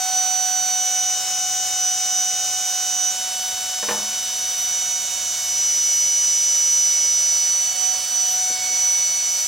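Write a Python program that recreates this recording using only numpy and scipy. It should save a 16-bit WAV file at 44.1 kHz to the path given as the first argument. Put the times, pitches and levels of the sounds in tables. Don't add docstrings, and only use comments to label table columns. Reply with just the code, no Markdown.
import sys
import numpy as np
from scipy import signal
from scipy.fft import rfft, irfft
from scipy.io import wavfile

SR = 44100
rng = np.random.default_rng(int(sys.argv[2]) if len(sys.argv) > 2 else 0)


def generate_wav(signal):
    frames = np.transpose(np.atleast_2d(signal))
    scaled = np.clip(frames, -1, 1) * 32767
    pcm = np.round(scaled).astype(np.int16)
    wavfile.write(sys.argv[1], SR, pcm)


N = 417627
TIME = np.arange(N) / SR
FREQ = np.maximum(np.arange(N // 2 + 1) * SR / N, 1)
LEFT_RIGHT = np.array([[1], [-1]])

# frequency in Hz, density in dB per Hz.
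SHOP_RUMBLE = [(20, -102), (60, -81), (100, -87), (130, -84.5), (200, -83.5), (330, -85), (800, -100)]
# frequency in Hz, level in dB before its waver.
SHOP_HUMS = [(49, -77), (73, -68), (97, -65), (180, -68), (209, -72)]

# start in seconds, relative level in dB.
KNOCKS = [(5.769, -8), (7.029, -7), (8.5, -4), (8.70, -7), (8.725, -11)]
# frequency in Hz, density in dB per Hz before the knock's level.
KNOCK_COLOUR = [(80, -95), (250, -65.5), (550, -64), (1000, -85), (3000, -88)]

# start in seconds, relative level in dB, brightness in dB per octave.
LANDINGS = [(3.827, -10, -1.5), (3.886, -4, 2), (3.91, -8.5, -1)]
# frequency in Hz, relative level in dB, t60 in seconds.
BOX_MODES = [(210, -9, 0.77), (340, -13, 0.26), (483, -1, 0.31), (603, -6.5, 0.42), (875, -2.5, 0.41),
             (1030, -1.5, 0.23), (1160, -18, 0.18), (1290, -15, 0.33), (1420, -17, .3), (1780, -1, 0.17)]
# frequency in Hz, density in dB per Hz before the landing's level and tilt.
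SLAP_COLOUR = [(40, -100), (110, -66), (220, -60), (400, -49), (1000, -50), (2000, -54), (3000, -57),
               (5000, -90)]
# frequency in Hz, density in dB per Hz before the landing's level.
ECHO_COLOUR = [(60, -89), (140, -70), (400, -66.5), (900, -59.5), (1400, -66.5), (3000, -81)]

# frequency in Hz, density in dB per Hz before ripple, beaming and gusts.
AIR_COLOUR = [(250, -90.5), (400, -85), (520, -75), (2200, -75), (3300, -71), (4700, -70.5), (5900, -63.5),
              (6900, -69), (8600, -69), (10200, -79), (11500, -75.5), (13500, -85.5), (15600, -80)]
# frequency in Hz, side minus mid in dB.
WIDTH = [(100, -4.5), (500, -11), (1500, -20), (3500, -23), (5500, -7), (8000, -7.5), (10000, 0),
         (14000, 1.5)]

# time in seconds, turns a second in Hz.
SPEED = [(0, 746.4), (0.25, 744.8), (1.2, 742.8), (3.1, 743.0), (4.8, 742.0), (5.6, 740.8), (7.4, 741.1),
         (7.8, 746.4), (7.95, 746.0), (8.3, 742.8), (9.3, 742.1), (9.47, 744.3)]
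# time in seconds, share 0 to 1.
TURN = [(0, 0.24), (3.7, 0.02), (5.2, 0.11), (6, 0.9), (8.1, 0.97), (8.58, 0.54), (8.78, 0.7), (9.1, 0.8)]

# time in seconds, level in dB.
THIRD = [(0.0, -44.6), (0.28, -53), (0.9, -49), (2.98, -53.6), (5.62, -44.5), (6.36, -46.5), (7.14, -43.5),
         (8.32, -57), (8.56, -38), (9.46, -43.0)]
# time in seconds, level in dB.
SIXTH = [(0, -38), (.72, -39), (.93, -50.5), (3.4, -47), (7, -43), (7.3, -38), (9.47, -38)]
# time in seconds, level in dB.
SEVENTH = [(0.0, -41), (0.62, -54), (1.22, -34.4), (2.8, -35), (3.52, -44.2), (3.8, -37.1), (4.96, -44.6),
           (5.64, -34.5), (7.44, -32), (7.56, -53), (7.68, -47), (7.72, -39.5), (9.08, -38), (9.46, -37)]
# multiple of shaft speed, base level in dB, gain when turned to the front in dB,
# share of the third's swing, share of the sixth's swing, left minus right in dB.
ORDERS = [(4, -38.5, 2.3, -0.26, -0.37, -1.5), (5, -38, -10.5, 0.14, 0.11, -0.5),
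          (9, -33, -0.5, 0, -0.29, -3), (10, -37.5, 1.5, -0.024, 0.029, 2), (11, -55, 1, 0, 0, 1),
          (12, -49.5, 8.5, 0, -0.099, -7), (13, -54, 2, 0, 0, -2), (15, -54, -12, 0, 0, -3)]
# time in seconds, gain in dB.
AIM = [(0, -1), (3.1, 1), (3.2, -3), (4.65, -5), (4.8, 0), (7.4, -1), (7.9, -4), (8.3, 0)]
SHIFT_S, SHIFT_RAMP_S = 7.45, 0.15
REST_DIP_DB, SHIFT_DIP_DB = 0.6, 2.5

# time in seconds, level in dB.
HUM = [(0.0, -29.0), (1.18, -36), (1.42, -35), (3.8, -39.5), (3.86, -43), (5.54, -47), (5.7, -54.5),
       (7.64, -51), (7.9, -38.5), (8.08, -50), (8.42, -37.1), (8.98, -47), (9.46, -52)]
HUM_OCTAVE_DB, HUM_OCTAVE_SHARE, HUM_OCTAVE_TURN_DB = -47.5, 0.58, -7.5

# time in seconds, level in dB before its waver, left minus right in dB.
WHINE = [(0.0, -28, -0.5), (0.12, -27, -3.7), (0.18, -19, -1.6), (0.26, -23.4, -6.3), (1.1, -21.5, -1.0),
         (1.24, -33, 7), (1.4, -24, 1.4), (1.7, -28, 3.7), (1.86, -20, -1.8), (2.0, -25.9, 0.8),
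         (2.16, -21.5, -1.4), (2.46, -25.5, 0.7), (2.98, -25.2, -3.7), (3.08, -20.5, -4.7),
         (3.14, -32.5, -2), (3.44, -27, -1.0), (3.72, -31.5, 2.0), (4.74, -23, -2.2), (5.14, -29.0, -6.3),
         (5.46, -26.5, -2), (5.62, -19.5, -1), (6.84, -17.6, -2.5), (7.7, -20.5, -3.5), (7.74, -29.9, -6.1),
         (7.84, -20.5, -7.7), (8.08, -30.5, -3.8), (8.18, -19.1, -5), (8.54, -24, 2), (8.58, -29, -4),
         (8.88, -18, -3), (9.14, -21.5, -2), (9.46, -24, -2.1)]
# time in seconds, radians by which left leads when the tone is at its usual level.
LEAD = [(0, 0.99), (3.13, 0.98), (3.17, -.7), (3.8, -0.53), (4.7, -0.28)]
BLADES = 8
WHINE_USUAL_DB, DIP_SHARE, WAVER_DB = -27, 1, 0.98
OCTAVE_DB, OCTAVE_TURN_DB, OCTAVE_WAVER_DB, OCTAVE_LEAD = -47, 3, 2.5, 1.97

TOP_HZ = 15750


def undb(db):
    return 10 ** (np.asarray(db) / 20)


def curves(table):
    s, *columns = np.transpose(table)
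    return [np.interp(TIME, s, column) for column in columns]


def fading(table):
    s, db = np.transpose(table)[:2]
    return 20 * np.log10(np.interp(TIME, s, undb(db)))


def colour(points):
    hz, db = np.transpose(points)
    return undb(np.interp(np.log(FREQ), np.log(hz), db))


def walk(rate):
    count = N // 63
    spectrum = rfft(rng.standard_normal(count))
    slow = irfft(spectrum / (1 + (FREQ[:count // 2 + 1] / rate) ** 2))
    return np.interp(TIME, np.linspace(0, TIME[-1], len(slow)), slow / slow.std())


def noise(gain):
    mid, side = rfft(rng.standard_normal((2, N))) * gain * np.sqrt(SR / 2)
    return irfft(mid + LEFT_RIGHT * side * colour(WIDTH), N)


def fade(start, t60):
    decay = np.log(1000) * np.abs(TIME - start) / t60
    return (TIME >= start) * np.exp(-np.minimum(decay, 20))


def tone(phase, db, pan_db, lead, flutter):
    shaken = 1 + flutter * (walk(14) + 1j * walk(22))
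    phase = phase + rng.uniform(0, 2 * np.pi) + np.angle(shaken)
    gain = np.sqrt(2) * np.abs(shaken) * undb(db + LEFT_RIGHT * pan_db / 2)
    return gain * np.cos(phase + LEFT_RIGHT * lead / 2)


def workshop():
    out = noise(colour(SHOP_RUMBLE))
    for hz, db in SHOP_HUMS:
        sine = np.sin(2 * np.pi * hz * TIME + 1.6 * walk(2.7))
        out = out + undb(db) * np.sqrt(2) * sine * (1 + 0.45 * walk(4.2))
    return out


def hose():
    blows = sum(undb(db) * fade(start, 0.23) for start, db in KNOCKS)
    return noise(colour(KNOCK_COLOUR)) * blows


def box():
    slap = rfft(noise(colour(SLAP_COLOUR) / (1 + (90 / FREQ) ** 4)))
    hall = noise(colour(ECHO_COLOUR))
    out = 0
    for start, db, tilt_db in LANDINGS:
        crack = irfft(slap * undb(tilt_db * np.log2(FREQ / 700)), N)
        crack = crack * (0.41 * fade(start, 0.044) + 0.66 * fade(start, 0.097))
        ring = 0
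        for hz, mode_db, t60 in BOX_MODES:
            mode = np.sin(2 * np.pi * (hz * TIME + rng.random()))
            ring = ring + undb(mode_db) * fade(start, t60) * mode
        echo = hall * fade(start + 0.006, 0.74)
        out = out + undb(db) * (crack + undb(-24) * ring + echo)
    return out


def air(shaft, speed_hz, turn):
    lag_s = rng.uniform(0.00197, 0.02, 12)
    reflections = np.exp(-2j * np.pi * lag_s[:, None] * FREQ).sum(axis=0)
    ripple = np.abs(1 + 0.081 * reflections)
    rush = noise(colour(AIR_COLOUR) * ripple)
    hiss = irfft(rfft(rush) * np.exp(-np.log(FREQ / 7000) ** 2 / 0.053), N)
    beam_db = 1.9 * turn - 0.2 - LEFT_RIGHT * 2.9 + 0.24 * walk(4.8)
    rush = rush + hiss * (undb(beam_db) - 1)
    chop = 1 + 0.042 * np.cos(shaft)
    gust_db = 0.22 * (speed_hz - speed_hz.mean()) + 0.38 * walk(9.8) - 0.5
    return rush * chop * undb(gust_db)


def side_tones(shaft, turn):
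    third_db, seventh_db = fading(THIRD), fading(SEVENTH)
    sixth_db, aim_db = curves(SIXTH) + curves(AIM)
    dip_db = np.interp(TIME, [SHIFT_S, SHIFT_S + SHIFT_RAMP_S], [REST_DIP_DB, SHIFT_DIP_DB])
    third_swing_db, sixth_swing_db = third_db - third_db.mean(), sixth_db - sixth_db.mean()

    out = tone(3 * shaft, third_db + 0.95 * walk(3.1), -1.5 + 1.6 * walk(0.8), 0.28 * walk(1), flutter=0.12)
    sixth_db = sixth_db - 0.37 * dip_db * (walk(2.8) ** 2 - 1)
    out += tone(6 * shaft, sixth_db, -1.3, 0, flutter=0.097)
    seventh_db = seventh_db - 0.68 * dip_db * (walk(3.3) ** 2 - 1)
    out += tone(7 * shaft, seventh_db, -4.0, 0.15 * walk(1), flutter=0.075)

    for order, level_db, turned_db, third_share, sixth_share, pan_db in ORDERS:
        order = round(order)
        db = level_db + turn * turned_db + (order > BLADES) * aim_db
        db = db + third_share * third_swing_db + sixth_share * sixth_swing_db
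        short = order / BLADES
        db = db - short ** 2 * dip_db * walk(2.5) ** 2
        out += tone(order * shaft, db, pan_db, 0.12 * short * walk(1.0), flutter=0.094)
    return out


def shaft_hum(shaft, turn):
    db = fading(HUM)
    octave_db = HUM_OCTAVE_DB + HUM_OCTAVE_SHARE * (db - db.mean()) + HUM_OCTAVE_TURN_DB * turn
    hum = tone(shaft, db, -1.3 + 0.35 * walk(1), 0.2 * walk(1), flutter=0.03)
    return hum + tone(2 * shaft, octave_db, 0, 0, flutter=0.094)


def blade_tone(shaft, turn):
    db, pan_db = fading(WHINE), curves(WHINE)[1]
    lead, = curves(LEAD)
    unsteady = undb(-DIP_SHARE * (db - WHINE_USUAL_DB))
    wavering_db = db + WAVER_DB * unsteady * walk(8.8)
    whine = tone(BLADES * shaft, wavering_db, pan_db, lead * unsteady, flutter=0.023)
    octave_db = OCTAVE_DB + OCTAVE_TURN_DB * turn + OCTAVE_WAVER_DB * walk(4.4)
    octave_pan_db = 3 + 6.3 * walk(1.5)
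    octave_lead = OCTAVE_LEAD + 0.5 * walk(2)
    return whine + tone(2 * BLADES * shaft, octave_db, octave_pan_db, octave_lead, flutter=0.16)


def impeller(shaft, turn):
    return side_tones(shaft, turn) + shaft_hum(shaft, turn) + blade_tone(shaft, turn)


def scene():
    speed_hz, turn = curves(SPEED) + curves(TURN)
    shaft = 2 * np.pi * np.cumsum(speed_hz + 0.026 * walk(6.2)) / SR
    return workshop() + hose() + box() + air(shaft, speed_hz, turn) + impeller(shaft, turn)


def record(dry):
    low_pass = signal.ellip(10, 0.2, 80, TOP_HZ, fs=SR, output="sos")
    return signal.sosfilt(low_pass, dry)


dry = scene()
out = record(dry)
generate_wav(out)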